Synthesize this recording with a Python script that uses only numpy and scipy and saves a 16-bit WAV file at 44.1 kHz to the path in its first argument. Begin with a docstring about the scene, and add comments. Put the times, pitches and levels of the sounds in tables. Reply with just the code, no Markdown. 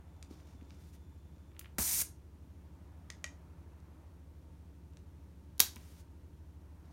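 """Cat and long balloon

On a wooden floor in a small room, a cat plays with a long balloon: cracks of noise for clicks and
creaks, short decaying tones for the boards, brushing noise for fur and paws. The skin tears and a jet of
fluttering noise rushes out for a quarter of a second. The cat tugs at the limp rubber, which whips back
with a sharp snap. Two machines hum as sine tones over noise for rumble, room air and a far drone."""
import sys
import numpy as np
from scipy import signal
from scipy.fft import rfft, irfft, next_fast_len
from scipy.io import wavfile
from scipy.ndimage import map_coordinates

SR = 44100
rng = np.random.default_rng(int(sys.argv[2]) if len(sys.argv) > 2 else 0)


def file_out(sig):
    """Save sig as 16-bit WAV at sys.argv[1]."""
    # one column per channel
    cols = np.atleast_2d(sig).T
    # limit, then scale
    lim = np.clip(cols, -1, 1)
    pcm = np.round(lim * 32767).astype(np.int16)
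    wavfile.write(sys.argv[1], SR, pcm)


N = 305304  # length [samples]


def amp(db):
    """Decibels to gain."""
    return 10 ** (np.asarray(db) / 20)


def unit(x):
    """Scale to rms 1."""
    return x / np.sqrt(np.mean(x ** 2) + 1e-20)


def along(points, hz):
    """Read (frequency [Hz], value) points on a log frequency axis."""
    f, v = np.transpose(points)
    return np.interp(np.log(hz + 1), np.log(f + 1), v)


def wobble(rate):
    """A smooth random curve, rate knots a second."""
    knots = rng.standard_normal(int(N * rate / SR) + 4)
    fine = np.arange(0, len(knots) - 1, 0.125)
    curve = map_coordinates(knots, [fine])  # cubic spline through the knots
    return np.interp(np.arange(N) * rate / SR, fine, curve)


def held(start, length, rise, fall):
    """Gain per sample: a straight rise, a hold until start + length, an exponential release."""
    t = np.arange(N) / SR - start
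    return np.clip(t / rise, 0, 1) * np.exp(-np.maximum(t - length, 0) / fall)


def band(low_hz, high_hz):
    """(frequency [Hz], level [dB]) colour of a band with steep edges."""
    hz = np.geomspace(100, 20000, 40)
    low_edge = 1 + (low_hz / hz) ** 6
    high_edge = 1 + (hz / high_hz) ** 9
    return np.c_[hz, -10 * np.log10(low_edge * high_edge)]


def noise(spectrum, size=N):
    """Random-phase noise of rms 1 with the given colour."""
    m = next_fast_len(size)
    hz = np.fft.rfftfreq(m, 1 / SR)
    phases = np.exp(2j * np.pi * rng.random(len(hz)))
    return unit(irfft(amp(along(spectrum, hz)) * phases, m)[:size])


def burst(spectrum, length, steep):
    """A crack with an even, smooth colour and rms 1 over its length; steep sets how abruptly it ends."""
    t = np.arange(2048) / SR
    shape = (1 - np.exp(-t / 0.0002)) / (1 + (t / length) ** steep)
    # Only the phases are random, so the colour stays smooth.
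    scatter = np.angle(rfft(shape * rng.standard_normal(len(t))))
    colour = amp(along(spectrum, np.fft.rfftfreq(len(t), 1 / SR)))
    x = np.sqrt(shape) * irfft(colour * np.exp(1j * scatter))
    return x * np.sqrt(length * SR / np.sum(x ** 2))


def ring(hz, t60, attack):
    """One dying mode: a sine that loses 60 dB in t60 seconds."""
    t = np.arange(SR // 2) / SR
    return np.sin(2 * np.pi * hz * t) * amp(-60 * t / t60) * (1 - np.exp(-t / attack))


def add(track, s, sound):
    """Mix a sound into the track at time s."""
    part = track[round(s * SR):][:len(sound)]
    part += sound[:len(part)]


THUMP_ATTACK_S = 0.0011  # rise of every soft blow
# air through the hole: it builds up as the hole widens, swells, and stops when the tube is empty
JET_START_S, JET_LENGTH_S, JET_RISE_S, JET_FALL_S = 1.782, 0.24, 0.024, 0.002
JET_START_DB, JET_SWELL_DB_PER_S = -34, 9.5
# colour of the escaping air: (frequency [Hz], relative density [dB])
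JET_COLOUR = [(150, -13.5), (300, -14), (470, -28), (800, -14), (1200, -19), (2200, -11), (3000, -16),
              (4700, -8.5), (5900, -3.5), (9500, -1), (13500, -2), (15800, -7.5)]
# the hole tears open, the empty tube collapses: (time [s], level [dB], length [s])
PUFFS = [(1.7834, -30.5, 0.013), (2.018, -38.5, 0.0028)]
# colour of both puffs: (frequency [Hz], relative density [dB])
PUFF_COLOUR = [(100, 9), (400, -1.5), (1300, 0.5), (2200, -4), (3200, -11.5), (8000, -3.5)]
# the tube shudders after it tears: (delay after jet start [s], level [dB], frequency [Hz], t60 [s])
SHUDDERS = [(.004, -30.5, 236.1, .035), (0.017, -32, 71, 0.22)]


def puncture():
    """The skin tears with a puff and a shudder; a fluttering jet flows until the tube is empty."""
    flutter = unit(amp(0.55 * wobble(120) + 1.1 * wobble(1100)))
    age = np.clip(np.arange(N) / SR - JET_START_S, 0, JET_LENGTH_S)
    swell = amp(JET_START_DB + JET_SWELL_DB_PER_S * age)
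    flow = swell * held(JET_START_S, JET_LENGTH_S, JET_RISE_S, JET_FALL_S)
    out = flow * flutter * noise(JET_COLOUR)
    for s, db, length in PUFFS:
        add(out, s, amp(db) * burst(PUFF_COLOUR, length, steep=1.6))
    for delay, db, hz, t60 in SHUDDERS:
        add(out, JET_START_S + delay, amp(db) * ring(hz, t60, THUMP_ATTACK_S))
    return out


# the rubber lets go, flies back and slaps home: (time [s], level [dB], length [s])
SNAPS = [(5.5959, -21, 0.00056), (5.597, -33, 0.0029), (5.6018, -12, 0.0033), (5.6033, -26, 0.0023)]
# colour of the slap: (frequency [Hz], relative density [dB])
SLAP_COLOUR = [(100, -12), (400, -9.5), (1200, -8.5), (2600, -7), (3700, 1.5), (4700, -1.5), (5900, 1),
               (7300, 0.5), (9000, -4.5), (10300, -3), (11200, 6), (12300, -1), (15500, 1), (17000, -4.5)]
THUD_DB, THUD_HZ, THUD_T60_S = -23.5, 190, 0.013  # the weight of the rubber landing


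def snap():
    """The stretched balloon is released and slaps back on itself; its last contact adds a small thud."""
    out = np.zeros(N)
    for s, db, length in SNAPS:
        add(out, s, amp(db) * burst(SLAP_COLOUR, length, steep=4.5))
    last_contact_s = SNAPS[-1][0]
    add(out, last_contact_s, amp(THUD_DB) * ring(THUD_HZ, THUD_T60_S, THUMP_ATTACK_S))
    return out


# sharp clicks of claws, and of the balloon's end landing: (time [s], level [dB], low band edge [Hz])
CLICKS = [(0.2265, -47, 1630), (.706, -54, 1000), (1.5928, -45.5, 1470), (1.5941, -35.5, 9500),
          (3.1023, -39.5, 1430), (3.2421, -33.5, 1470), (3.802, -68, 1700), (4.935, -69, 1500),
          (4.9705, -56, 1440), (5.58, -53.5, 3000), (5.7596, -47, 2950)]
CLICK_S, CLICK_SPAN = 0.0015, 5.2  # length of a click; its top band edge over its low edge
# dull creaks of slipping rubber, the last from the balloon's end landing:
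# (time [s], nominal peak level [dB])
CREAKS = [(0.4, -56), (0.611, -55.5), (1.5167, -60), (1.5489, -60), (1.5655, -49.5), (1.6114, -45),
          (1.6447, -45), (1.6573, -44), (5.7646, -42.5)]
CREAK_S, CREAK_LOW_HZ, CREAK_HIGH_HZ = 0.003, 1400, 3000
CREAK_RMS_DB = -9.5  # rms relative to the nominal peak
# the taut rubber slips off a claw: (time [s], level [dB] before the mode levels)
PLUCKS = [(3.101, -43.5), (3.2422, -31)]
# modes of the taut skin: (frequency [Hz], level relative to the pluck [dB], t60 [s])
SKIN_MODES = [(610, -16.5, 0.04576), (1220, -9, .02), (1976, 3, 0.01546), (1919.2, -17.5, 0.22),
              (2360, -4, 0.02), (2960, -3, 0.0086), (3372.4, -10, 0.01384), (4757.8, -3.5, 0.014),
              (6520, -9, 0.025)]


def clicks_and_creaks():
    """Clicks are tiny cracks, creaks are duller ones; taut rubber slipping off a claw rings the skin."""
    out = np.zeros(N)
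    for s, db, low_hz in CLICKS:
        colour = band(low_hz, CLICK_SPAN * low_hz)
        add(out, s, amp(db) * burst(colour, CLICK_S, steep=2.5))
    creak_colour = band(CREAK_LOW_HZ, CREAK_HIGH_HZ)
    for s, peak_db in CREAKS:
        add(out, s, amp(peak_db + CREAK_RMS_DB) * burst(creak_colour, CREAK_S, steep=2.5))
    for s, db in PLUCKS:
        for hz, mode_db, t60 in SKIN_MODES:
            level = amp(db + mode_db + rng.normal(0, 1))  # each pluck excites the modes unevenly
            add(out, s, level * ring(hz, t60, attack=0.00043))
    return out


TICK_END_S, TICK_DB, TICK_SPREAD_DB, TICK_LOW_HZ = 1.45, -71, 1.5, 1200


def faint_ticks(count):
    """Very faint dry ticks, scattered over the first second and a half."""
    out = np.zeros(N)
    colour = band(TICK_LOW_HZ, CLICK_SPAN * TICK_LOW_HZ)
    for s in TICK_END_S * rng.random(count):
        level = amp(TICK_DB + TICK_SPREAD_DB * rng.standard_normal())
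        add(out, s, level * burst(colour, CLICK_S, steep=2.5))
    return out


# paws and the balloon's end on the boards: (time [s], level [dB], frequency [Hz])
KNOCKS = [(.310, -36, 280), (.549, -45, 257), (.622, -41, 277), (5.761, -51, 990), (5.764, -42, 232)]
KNOCK_T60_S = 0.039  # how long the boards ring


def knocks():
    """A soft contact draws only one short note from the boards."""
    out = np.zeros(N)
    for s, db, hz in KNOCKS:
        add(out, s, amp(db) * ring(hz, KNOCK_T60_S, THUMP_ATTACK_S))
    return out


# fur and paws brush the rubber: (start [s], length [s], level [dB])
STROKES = [(0.287, .11, -68), (0.45, 0.047, -70.5), (0.666, .15, -74), (6.82, .1, -77.5)]
STROKE_RISE_S, STROKE_FALL_S = 0.023, 0.076
# colour of the brushing: (frequency [Hz], relative density [dB])
BRUSH_COLOUR = [(700, 8), (1800, -1), (3500, -1.5), (5800, 0.5), (7200, -5), (9000, -7.5), (15000, -12)]
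# faint airy hisses: (start [s], length [s], level [dB] before a slight waver)
HISSES = [(0.782, 0.12, -73), (0.917, 0.038, -66.5), (5.649, 0.363, -67)]
HISS_RISE_S, HISS_FALL_S = 0.02, 0.008
# colour of the hisses: (frequency [Hz], relative density [dB])
HISS_COLOUR = [(400, -6), (1200, -0.5), (2000, 1.5), (5000, 2), (10000, 0), (15500, -2.5)]
# centre pitch and level of a thin whistle that ends before the puncture
WHISTLE_HZ, WHISTLE_DB, WHISTLE_END_S = 3515, -85.5, 1.53


def rustle():
    """Grainy brushing on the rubber, airy hisses and a thin wavering whistle with its octave."""
    strokes = sum(amp(db) * held(s, length, STROKE_RISE_S, STROKE_FALL_S) for s, length, db in STROKES)
    grain = unit(amp(3.3 * wobble(150)))
    brush = strokes * grain * noise(BRUSH_COLOUR)
    hisses = sum(amp(db) * held(s, length, HISS_RISE_S, HISS_FALL_S) for s, length, db in HISSES)
    hiss = hisses * amp(1.1 * wobble(60)) * noise(HISS_COLOUR)
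    pitch = WHISTLE_HZ * (1 + 0.0044 * wobble(120))
    phase = 2 * np.pi * np.cumsum(pitch) / SR
    waver = amp(WHISTLE_DB + 1.2 * wobble(30) + 0.96 * wobble(3))
    tone = np.sin(phase) + amp(-3) * np.sin(2 * phase)
    whistle = held(0, WHISTLE_END_S, rise=0.17, fall=0.035) * waver * tone
    return brush + hiss + whistle


# first echoes in the small room: (delay [s], level [dB])
WALLS = [(.0052, -21), (.0108, -20), (.0125, -23), (.0208, -21), (.032, -25.5)]
# decay of the diffuse tail: (frequency [Hz], t60 [s])
ROOM_DECAY = [(100, 0.28), (1000, .3), (2500, 0.23), (3900, 0.27), (6000, 0.25), (10000, 0.21),
              (16000, 0.16)]


def room(x, tail_db):
    """Direct sound, a few hard echoes and a short diffuse tail whose high treble dies first."""
    hz, t, z = signal.stft(rng.standard_normal(SR // 2), SR, nperseg=256)
    decay = amp(-60 * t / along(ROOM_DECAY, hz)[:, None])
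    tail = signal.istft(z * decay, SR, nperseg=256)[1]
    tail = tail * (1 - np.exp(-np.arange(len(tail)) / SR / 0.0008))
    response = amp(tail_db) * tail / np.linalg.norm(tail)
    response[0] = 1  # direct sound
    for delay, db in WALLS:
        add(response, delay, amp([db]))
    return signal.fftconvolve(x, response)[:N]


# machine hum; the two strongest lines beat: (frequency [Hz], rms level [dB] before HUM_TRIM_DB)
HUM = [(42, -78), (61.9, -72), (71.03, -56), (83.82, -58.5), (95.8, -70), (142.05, -72), (167.55, -69),
       (191.4, -76)]
HUM_TRIM_DB, RUMBLE_DB, AIR_DB = -0.34, -64.0, -62.5
# colour of the low rumble: (frequency [Hz], relative density [dB])
RUMBLE_COLOUR = [(15, -27.5), (25, -13.5), (33, -3), (42, -5), (55, -1.5), (70, 0), (86, 4), (110, -0.5),
                 (150, -13), (250, -38.5)]
# colour of the room air: (frequency [Hz], relative density [dB])
AIR_COLOUR = [(65, -34.5), (110, -6), (170, -2.5), (238, -9), (281, -3.5), (368, -9.5), (400, -13.5),
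              (674, -20), (780, -25), (921, -17), (981, -23.5), (1620, -29.5), (4980, -39), (11500, -44.5),
              (16000, -53)]
# rise and fall of the far drone: (time [s], height [dB])
DRONE_CURVE = [(0.0, -71), (0.42, -71.5), (1.02, -75.5), (1.56, -73.5), (1.93, -71.5), (2.1, -76),
               (2.51, -74), (2.91, -71), (4.05, -71), (4.37, -74.5), (5.49, -75), (5.76, -71.5),
               (6.32, -75.5), (6.92, -70.5)]
DRONE_DB, DRONE_SWING = -77, 2.6  # mean level [dB]; how strongly the drone swells per dB of this curve
# colour of the far drone: (frequency [Hz], relative density [dB])
DRONE_COLOUR = [(300, -18.5), (600, -0.5), (820, -3.5), (920, -0.5), (1030, -4.5), (1500, -9), (2500, -18),
                (5000, -37)]


def background():
    """Two steady machine notes beat over rumble, room air and a far drone that rises and falls."""
    t = np.arange(N) / SR
    drift = 0.0002 * wobble(2)  # the motors run a little unevenly [s]
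    hum = sum(amp(db) * np.sqrt(2) * np.sin(2 * np.pi * hz * (t + drift)) for hz, db in HUM)
    height_db = np.interp(t, *np.transpose(DRONE_CURVE))
    drone_db = DRONE_DB + DRONE_SWING * (height_db - height_db.mean())
    drone = amp(drone_db) * noise(DRONE_COLOUR)
    air = amp(AIR_DB + 0.46 * wobble(4)) * noise(AIR_COLOUR)
    rumble = amp(RUMBLE_DB) * noise(RUMBLE_COLOUR)
    return amp(HUM_TRIM_DB) * hum + rumble + air + drone


def scene():
    """Cat and balloon in the room, over the hum."""
    play = puncture() + clicks_and_creaks() + faint_ticks(count=9) + knocks() + rustle()
    in_room = room(play, tail_db=-9.5) + room(snap(), tail_db=-8.5)
    return (in_room + background())[None]


# ripple of the microphone port: (frequency [Hz], gain [dB])
PORT = [(4300, 0), (4950, -1), (5750, 1.5), (6400, 0.5), (7150, 0), (7850, -2.5), (8350, 0), (8900, -0.5),
        (9550, 1.5), (10400, -4), (11200, 0), (11950, -1.5), (12500, 1), (13100, -1.5)]
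TOP_HZ = 15950  # band limit


def record(dry):
    """The microphone port ripples the treble; a very steep filter cuts what lies above the band limit."""
    m = next_fast_len(N + SR // 2)
    hz = np.fft.rfftfreq(m, 1 / SR)
    coloured = rfft(dry, m) * amp(along(PORT, hz))
    return irfft(coloured / (1 + (hz / TOP_HZ) ** 160), m)[:, :N]


dry = scene()
out = record(dry)
file_out(out)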